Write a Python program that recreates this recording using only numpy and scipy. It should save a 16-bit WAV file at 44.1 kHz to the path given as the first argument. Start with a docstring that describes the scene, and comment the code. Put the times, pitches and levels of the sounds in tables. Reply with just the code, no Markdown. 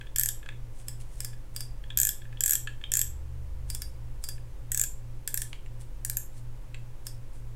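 """Spinning reel in a small workshop.

Close to the microphone, a hand turns the spool in short twists and slow thumb pushes, and the drag's
spring pawl snaps over the ratchet teeth. In between, the loose handle knocks in the housing, fingers
brush the wound line and take a new hold. Behind, a motor's hum beats against the mains and an engine
passes far off."""
import sys
import numpy as np
from scipy import signal
from scipy.fft import rfft, irfft
from scipy.io import wavfile
from scipy.ndimage import uniform_filter1d

SR = 44100
rng = np.random.default_rng(int(sys.argv[2]) if len(sys.argv) > 2 else 0)


def wrap_up_sound(samples):
    """Save the sound to the file named by the first command line argument, as 16-bit audio."""
    columns = np.atleast_2d(samples).T
    # keep every value between -1 and 1, then stretch to whole-number steps
    tamed = np.clip(columns, -1, 1)
    steps = np.round(tamed * 32767).astype(np.int16)
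    wavfile.write(sys.argv[1], SR, steps)


N = 333307

# Modes of the reel's body. Each row: frequency in Hz, relative level in dB, seconds to die by 60 dB.
HOUSING_MODES = [(1439, -9.5, 0.013), (1586, -2, 0.02), (1730, 2, 0.023), (2305, -3, 0.0072),
                 (2548, -7.5, 0.022)]
ROTOR_MODES = [(2560, -5.5, 0.0055), (2790, -6, .007), (3260, 1.5, 0.015), (3516, 2, 0.01),
               (3570, -5, 0.02)]
# Spectra of a dry tick and the pawl's bright crack. Each row: frequency in Hz, relative level in dB.
TICK_SPECTRUM = [(500, -15.5), (900, -5), (1300, -5.5), (2400, 1.5), (3700, -4), (4600, -9), (5400, -21),
                 (7500, -7.5), (10000, -22), (16000, -39)]
CRACK_SPECTRUM = [(600, -43.5), (1100, -20.5), (1400, -25), (4200, -10.5), (6000, -3.5), (8500, 6),
                  (9400, 5.5), (10400, 1.5), (13200, 0.5), (14300, -5), (15500, -2.5)]
# Slow thumb pushes on the line. 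Each row: time in seconds, relative levels of click and bail wire in dB.
THUMB_PUSHES = [(0.8834, -33.5, -59), (1.2045, -32, -61), (1.2474, -32.5, -49.5), (1.563, -32.5, -41),
                (1.6063, -34.5, -44), (3.7011, -32.5, -43.5), (3.7486, -32, -56), (3.8195, -32.5, -45.5),
                (4.2396, -33.5, -44.5), (4.288, -33, -45), (7.0678, -33.5, -53.5)]


def amp(db):
    """Decibels to gain."""
    return 10 ** (np.asarray(db) / 20)


def value_at(points, hz):
    """A table's value at hz, on a log-frequency axis."""
    table_hz, values = np.transpose(points)
    return np.interp(np.log(hz + 1), np.log(table_hz + 1), values)


def add(mix, start_s, sound):
    """Mixes a sound in from start_s on."""
    part = mix[max(round(start_s * SR), 0):][:len(sound)]
    part += sound[:len(part)]


def low_cut(x, hz, order):
    """Takes out the bass below hz."""
    return signal.sosfilt(signal.butter(order, hz, "high", fs=SR, output="sos"), x)


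def noise(spectrum):
    """Steady noise of rms 1 with the given spectrum."""
    gain = amp(value_at(spectrum, np.fft.rfftfreq(N, 1 / SR)))
    x = irfft(rfft(rng.standard_normal(N)) * gain, N)
    return x / x.std()


def impulse(spectrum):
    """The shortest one-sided impulse response with the given spectrum."""
    log_gain = np.log(amp(value_at(spectrum, abs(np.fft.fftfreq(1024, 1 / SR)))))
    minimum_phase = np.exp(np.conj(signal.hilbert(log_gain)))
    return np.fft.ifft(minimum_phase).real


def ring(modes, detune):
    """Dying modes of alternating sign; the grip of the hand shifts them a little from blow to blow."""
    hz, db, t60 = np.transpose(modes)[:, :, None]
    t = np.arange(9000) / SR
    shifted_hz = hz * (1 + detune * rng.standard_normal(hz.shape))
    partials = amp(db - 60 * t / t60) * np.sin(2 * np.pi * shifted_hz * t)
    return (-1) ** np.arange(len(hz)) @ partials


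def strike(response, chatter_db, chatter_s):
    """One sharp contact and a chatter of uneven length excite a response; rms 1 over the first 8 ms."""
    t = np.arange(400) / SR
    decay_s = chatter_s * np.exp(.35 * rng.standard_normal())
    chatter = rng.standard_normal(len(t)) * np.exp(-t / decay_s)
    force = signal.unit_impulse(len(t)) + amp(chatter_db) * chatter / np.linalg.norm(chatter)
    x = signal.fftconvolve(force, response)
    return x / np.sqrt(np.mean(x[:round(.008 * SR)] ** 2))


def room_tone(air_db=-58.5):
    """The workshop's steady air and low rumble, as mid and side signals."""
    # Each row: frequency in Hz, relative level in dB.
    air_spectrum = [(90, -36), (150, 2.5), (280, -1), (400, -2), (520, -2), (700, -8.5), (900, -6),
                    (1200, -11), (2500, -15.5), (4200, -21), (8000, -21), (12000, -24), (15500, -26)]
    rumble_spectrum = [(2, -7.5), (6, 0.5), (13, -5), (22, 2), (32, -2.5), (44, 0.5), (55, -10.5),
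                       (72, -13), (90, -17), (125, -17.5), (150, -21), (200, -64)]
    mid = amp(air_db) * noise(air_spectrum) + amp(-42.5) * noise(rumble_spectrum)
    return mid, amp(air_db - 30) * noise(air_spectrum)


def hum(shaft_hz=58.512, mains_hz=59.963, in_step_s=.257):
    """An induction motor slips just behind the mains, so their hums beat about three times a second."""
    # Each row: multiple of the shaft speed, level in dB.
    motor_harmonics = [(2, -48.5), (4, -95.5), (5, -71.5), (6, -73), (9, -70.5)]
    # The building's slow throb. Each row: frequency in Hz, level in dB.
    throb_tones = [(12.2, -38.5), (43.5, -49.5)]
    t = np.arange(N) / SR
    phase_per_hz = 2 * np.pi * (t - in_step_s)
    motor = sum(amp(db) * np.cos(k * shaft_hz * phase_per_hz) for k, db in motor_harmonics)
    mains = amp(-50.5) * np.cos(2 * mains_hz * phase_per_hz)
    throb = sum(amp(db) * np.sin(2 * np.pi * (hz * t + rng.random())) for hz, db in throb_tones)
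    return np.sqrt(2) * (motor + mains + throb)


def handle():
    """Slack in the gears is taken up with soft knocks, shared between housing and rotor, over a tick."""
    # Each row: start in seconds, relative ring level in dB, rotor's lead over housing in dB.
    knocks = [(0.0113, -44, -10), (.0687, -53, 2), (0.429, -51.5, -7), (0.4605, -46, -25),
              (0.4891, -40, -6), (1.3314, -54, -8), (1.8388, -51, -1.5), (1.903, -39.5, 9.5),
              (2.218, -52.5, -2), (2.2527, -53, -16), (2.326, -52.5, -25), (2.3716, -50, 12.5),
              (2.6727, -35, -8.5), (2.8127, -51.5, -5.5), (2.8388, -35, 19), (4.3787, -56.5, -28)]
    out, tick = np.zeros(N), impulse(TICK_SPECTRUM)
    for s, db, lead_db in knocks:
        balance = np.arctan(amp(lead_db))
        for modes, share in (HOUSING_MODES, np.cos(balance)), (ROTOR_MODES, np.sin(balance)):
            knock = strike(ring(modes, detune=.015), chatter_db=4.5, chatter_s=.0018)
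            add(out, s, amp(db) * share * knock)
        tick_db = db - 7 - .52 * max(lead_db, 0)  # weaker where the rotor leads
        add(out, s, amp(tick_db) * strike(tick, chatter_db=21, chatter_s=.0032))
    return out


def drag_ratchet():
    """The pawl drops off each tooth: a crack, its spring's two bands of modes, and the body answers."""
    # Quick fingertip twists. Each row: start in seconds, relative crack level in dB,
    # how freely the body rings in the grip in dB.
    twists = [(.14, -34.5, 2.5), (1.95, -36, 3.5), (2.38, -34, 2.5), (2.9, -34, 2), (4.69, -34, -6.5),
              (5.25, -32, -4), (6.02, -32.5, -26)]
    # Teeth passed. Each row: start in seconds, relative spring level in dB, overtones over spring in dB.
    teeth = [(0.1606, -32, 0), (0.1842, -24, -9), (0.1964, -28.5, 5.5), (0.2115, -45, -24),
             (0.2343, -28, 0.5), (0.2587, -28.5, -8.5), (0.2881, -30, -1.5), (1.9736, -27.5, 5),
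             (1.9873, -28, -11.5), (2.0008, -22, -3.0), (2.0152, -26, 0.5), (2.032, -24, -8),
             (2.0513, -28, 2), (2.0704, -27, -4), (2.0902, -30, 2), (2.4071, -27.5, -4),
             (2.437, -21.5, -13), (2.4603, -24.5, -3), (2.479, -32.0, -2.5), (2.4949, -28.0, 0),
             (2.5084, -23, 0), (2.5212, -28.5, -8), (2.5338, -26, 0), (2.5536, -26, -5.5),
             (2.9187, -29, -11), (2.9377, -22.5, -11.5), (2.9534, -29.5, -17), (2.9703, -26, -1.5),
             (2.9922, -25, -6.5), (3.0145, -24.5, -3), (4.718, -26.5, -6.5), (4.746, -27.5, -28),
             (4.775, -28, -9), (4.796, -25.5, -24.5), (4.814, -22, -7), (4.837, -31, -4.5),
             (5.2762, -35, -4), (5.3428, -37.5, 8), (5.375, -36.0, -8.5), (5.4184, -56, -2.0),
             (6.0491, -34.5, -7), (6.0984, -47, 9), (6.17, -31, 2)]
    # Spool rim and pawl spring. Each row: frequency in Hz, relative level in dB, 60 dB decay in seconds.
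    rim_modes = [(5070, -2, .006), (5420, 2, 0.0038), (5720, -1.5, 0.0088)]
    spring_modes = [(6450, -7.5, 0.0066), (7120, -1.5, 0.0081), (7706, 1, 0.0082), (7680, 2, 0.006),
                    (7800, 0.5, .006)]
    spring_overtones = [(11800, -0.5, 0.0054), (12200, -3.5, 0.0065), (12520, -7.5, .006),
                        (12640, -2, 0.0057)]
    out, crack = np.zeros(N), impulse(CRACK_SPECTRUM)
    twist_of_tooth = np.searchsorted(np.transpose(twists)[0], np.transpose(teeth)[0]) - 1
    new_twist = np.diff(twist_of_tooth, prepend=-1, append=len(twists)) > 0
    # A twist's first and last tooth jolt the spool: more goes into rotor and rim, less into the crack.
    jolts = new_twist[:-1] | new_twist[1:]
    for (s, spring_db, bright_db), twist, jolt in zip(teeth, twist_of_tooth, jolts):
        _, crack_db, free_db = twists[twist]
        landing = strike(crack, chatter_db=11, chatter_s=.0006)
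        rattle = amp(3) * strike(crack, chatter_db=22.5, chatter_s=.003)
        add(out, s, amp(crack_db - 2.5 * jolt) * (landing + rattle))
        # Every tooth is equally deep, so only grip and jolt change the body's levels.
        housing_db = -42 + .12 * free_db
        rotor_db = -51.5 + 8.5 * jolt + free_db
        rim_db = -48.5 + 7.5 * jolt + free_db
        housing = strike(ring(HOUSING_MODES, detune=.029), chatter_db=-6, chatter_s=.00085)
        rotor = strike(ring(ROTOR_MODES, detune=.017), chatter_db=-6.5, chatter_s=.001)
        add(out, s, amp(housing_db) * housing + amp(rotor_db) * rotor)
        parts = (rim_modes, rim_db), (spring_modes, spring_db), (spring_overtones, spring_db + bright_db)
        for modes, db in parts:
            velocity = np.diff(ring(modes, detune=.016))  # small metal parts radiate by their speed
            add(out, s, amp(db) * strike(velocity, chatter_db=-1.5, chatter_s=.002))
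    return out


def fingers(grain_db=4, slip_s=.038, slip_db=-23.5):
    """Skin slides over the wound line with a grainy swish; the thumb also slips at each push."""
    # Each row: midpoint in seconds, length in seconds, relative level in dB.
    rubs = [(0.797, 0.092, -58.5), (1.013, 0.023, -53.5), (1.15, 0.11, -59), (5.814, 0.03, -53.5),
            (6.371, 0.064, -60), (7.358, .068, -63.5)]
    t = np.arange(N) / SR
    slips = [(s, slip_s, db + slip_db) for s, db, _ in THUMB_PUSHES]
    strokes = sum(amp(db) * np.exp(-(2 * (t - s) / length) ** 2) for s, length, db in rubs + slips)
    # Each row: frequency in Hz, relative level in dB.
    swish_spectrum = [(600, -18), (1700, -6.5), (4000, -5), (5100, -6.5), (7000, -1), (9300, 2.5),
                      (12000, -9.5), (16000, -18)]
    grain = uniform_filter1d(rng.standard_normal(N), size=90)
    return amp(-2) * strokes * noise(swish_spectrum) * amp(grain_db * grain / grain.std())


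def thumb_pushes():
    """Pushed slowly, the pawl lands softly; the spool rings and the bail wire sings on after it."""
    # Each row: frequency in Hz, relative level in dB, 60 dB decay in seconds.
    spool_modes = [(1708, -6.5, 0.05), (3400, -3, 0.023), (4970, -0.5, 0.018), (5295, 11, 0.013),
                   (7770, -1, 0.0063), (7800, -20, 0.0065), (7760, 14, 0.0061), (9770, -6, 0.014),
                   (11600, -17, 0.0058), (11830, 2, 0.012), (13900, -2, 0.011)]
    bail_modes = [(4764, 0, .17), (8382, -17, .15), (9308, -14, .17)]
    out, crack, tick = np.zeros(N), impulse(CRACK_SPECTRUM), impulse(TICK_SPECTRUM)
    for s, db, bail_db in THUMB_PUSHES:
        add(out, s, amp(db - 2.5) * strike(crack, chatter_db=12, chatter_s=.0036))
        add(out, s, amp(db - 16.5) * strike(tick, chatter_db=4, chatter_s=.0044))
        spool = strike(ring(spool_modes, detune=.0037), chatter_db=-9, chatter_s=.00049)
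        bail = strike(ring(bail_modes, detune=.0005), chatter_db=-14.5, chatter_s=.00089)
        add(out, s, amp(db - 5.5) * spool + amp(bail_db) * bail)
    return out


def far_engine(peak_s=3.13, hold_s=.4, pass_s=.85, rise_db_per_s=58.5, fade_db_per_s=10.5):
    """A far engine's drone swells, holds, and sinks in pitch as it goes by and fades."""
    t = np.arange(N) / SR - peak_s
    leaving_s = t - hold_s
    db = -40.5 + rise_db_per_s * np.minimum(t, 0) - fade_db_per_s * np.maximum(leaving_s, 0)
    hz = 68.5 - 7.3 * np.tanh(leaving_s / pass_s)
    return np.sqrt(2) * amp(db) * np.sin(2 * np.pi * np.cumsum(hz) / SR)


def new_hold():
    """The hand lands on the reel and damps it at once: a dry tick with no ring."""
    # Each row: start in seconds, relative level in dB.
    taps = [(5.5303, -40.5), (5.6613, -55.5), (6.7446, -43.5)]
    out, tick = np.zeros(N), impulse(TICK_SPECTRUM)
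    for s, db in taps:
        add(out, s, amp(db) * strike(tick, chatter_db=22, chatter_s=.0021))
    return out


def reflections(first_s=.003, build_s=.0032):
    """Dense reflections build up after the first one from the bench and die band by band."""
    # The workshop's ring. Each row: frequency in Hz, 60 dB decay in seconds.
    decay_times = [(1200, .22), (3200, 0.29), (7500, 0.27), (12000, 0.25), (16000, 0.067)]
    t = np.arange(SR // 2) / SR
    echoes = np.sign(rng.standard_normal(len(t))) * (rng.random(len(t)) < .15)
    build_up = np.clip((t - first_s) / build_s, 0, 1)
    hz, age_s, bands = signal.stft(echoes * build_up, SR, nperseg=256)
    decay = amp(-60 * age_s / value_at(decay_times, hz)[:, None])
    tail = signal.istft(bands * decay, SR, nperseg=256)[1]
    return tail / np.linalg.norm(tail)


def workshop(reel, directions=4, crossfade_hz=13):
    """The reel turns in the hands, so each click meets another blend of reflections."""
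    cycles = crossfade_hz * np.arange(N) / SR
    facing = [np.maximum(np.cos(2 * np.pi * (cycles + k / directions)), 0) for k in range(directions)]
    return sum(signal.oaconvolve(reel * share, reflections())[:N] for share in facing)


def scene():
    """The reel close up and centred, the workshop behind it, nearly alike in both channels."""
    # So small a body radiates little bass.
    ratchet = low_cut(drag_ratchet(), hz=1300, order=4)
    handling = low_cut(thumb_pushes() + handle() + new_hold(), hz=800, order=2)
    reel = ratchet + handling + fingers()
    room_mid, room_side = room_tone()
    background = room_mid + hum() + far_engine()
    mid = reel + amp(-9) * workshop(reel) + background
    side = amp(-36) * signal.oaconvolve(reel, reflections())[:N] + room_side
    return np.array([mid + side, mid - side])


def record(dry):
    """The recorder cuts the treble above about 16 kHz."""
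    lowpass = signal.firwin(255, 15950, window=("kaiser", 8), fs=SR)
    return signal.oaconvolve(dry, lowpass[None], "same")


dry = scene()
out = record(dry)
wrap_up_sound(out)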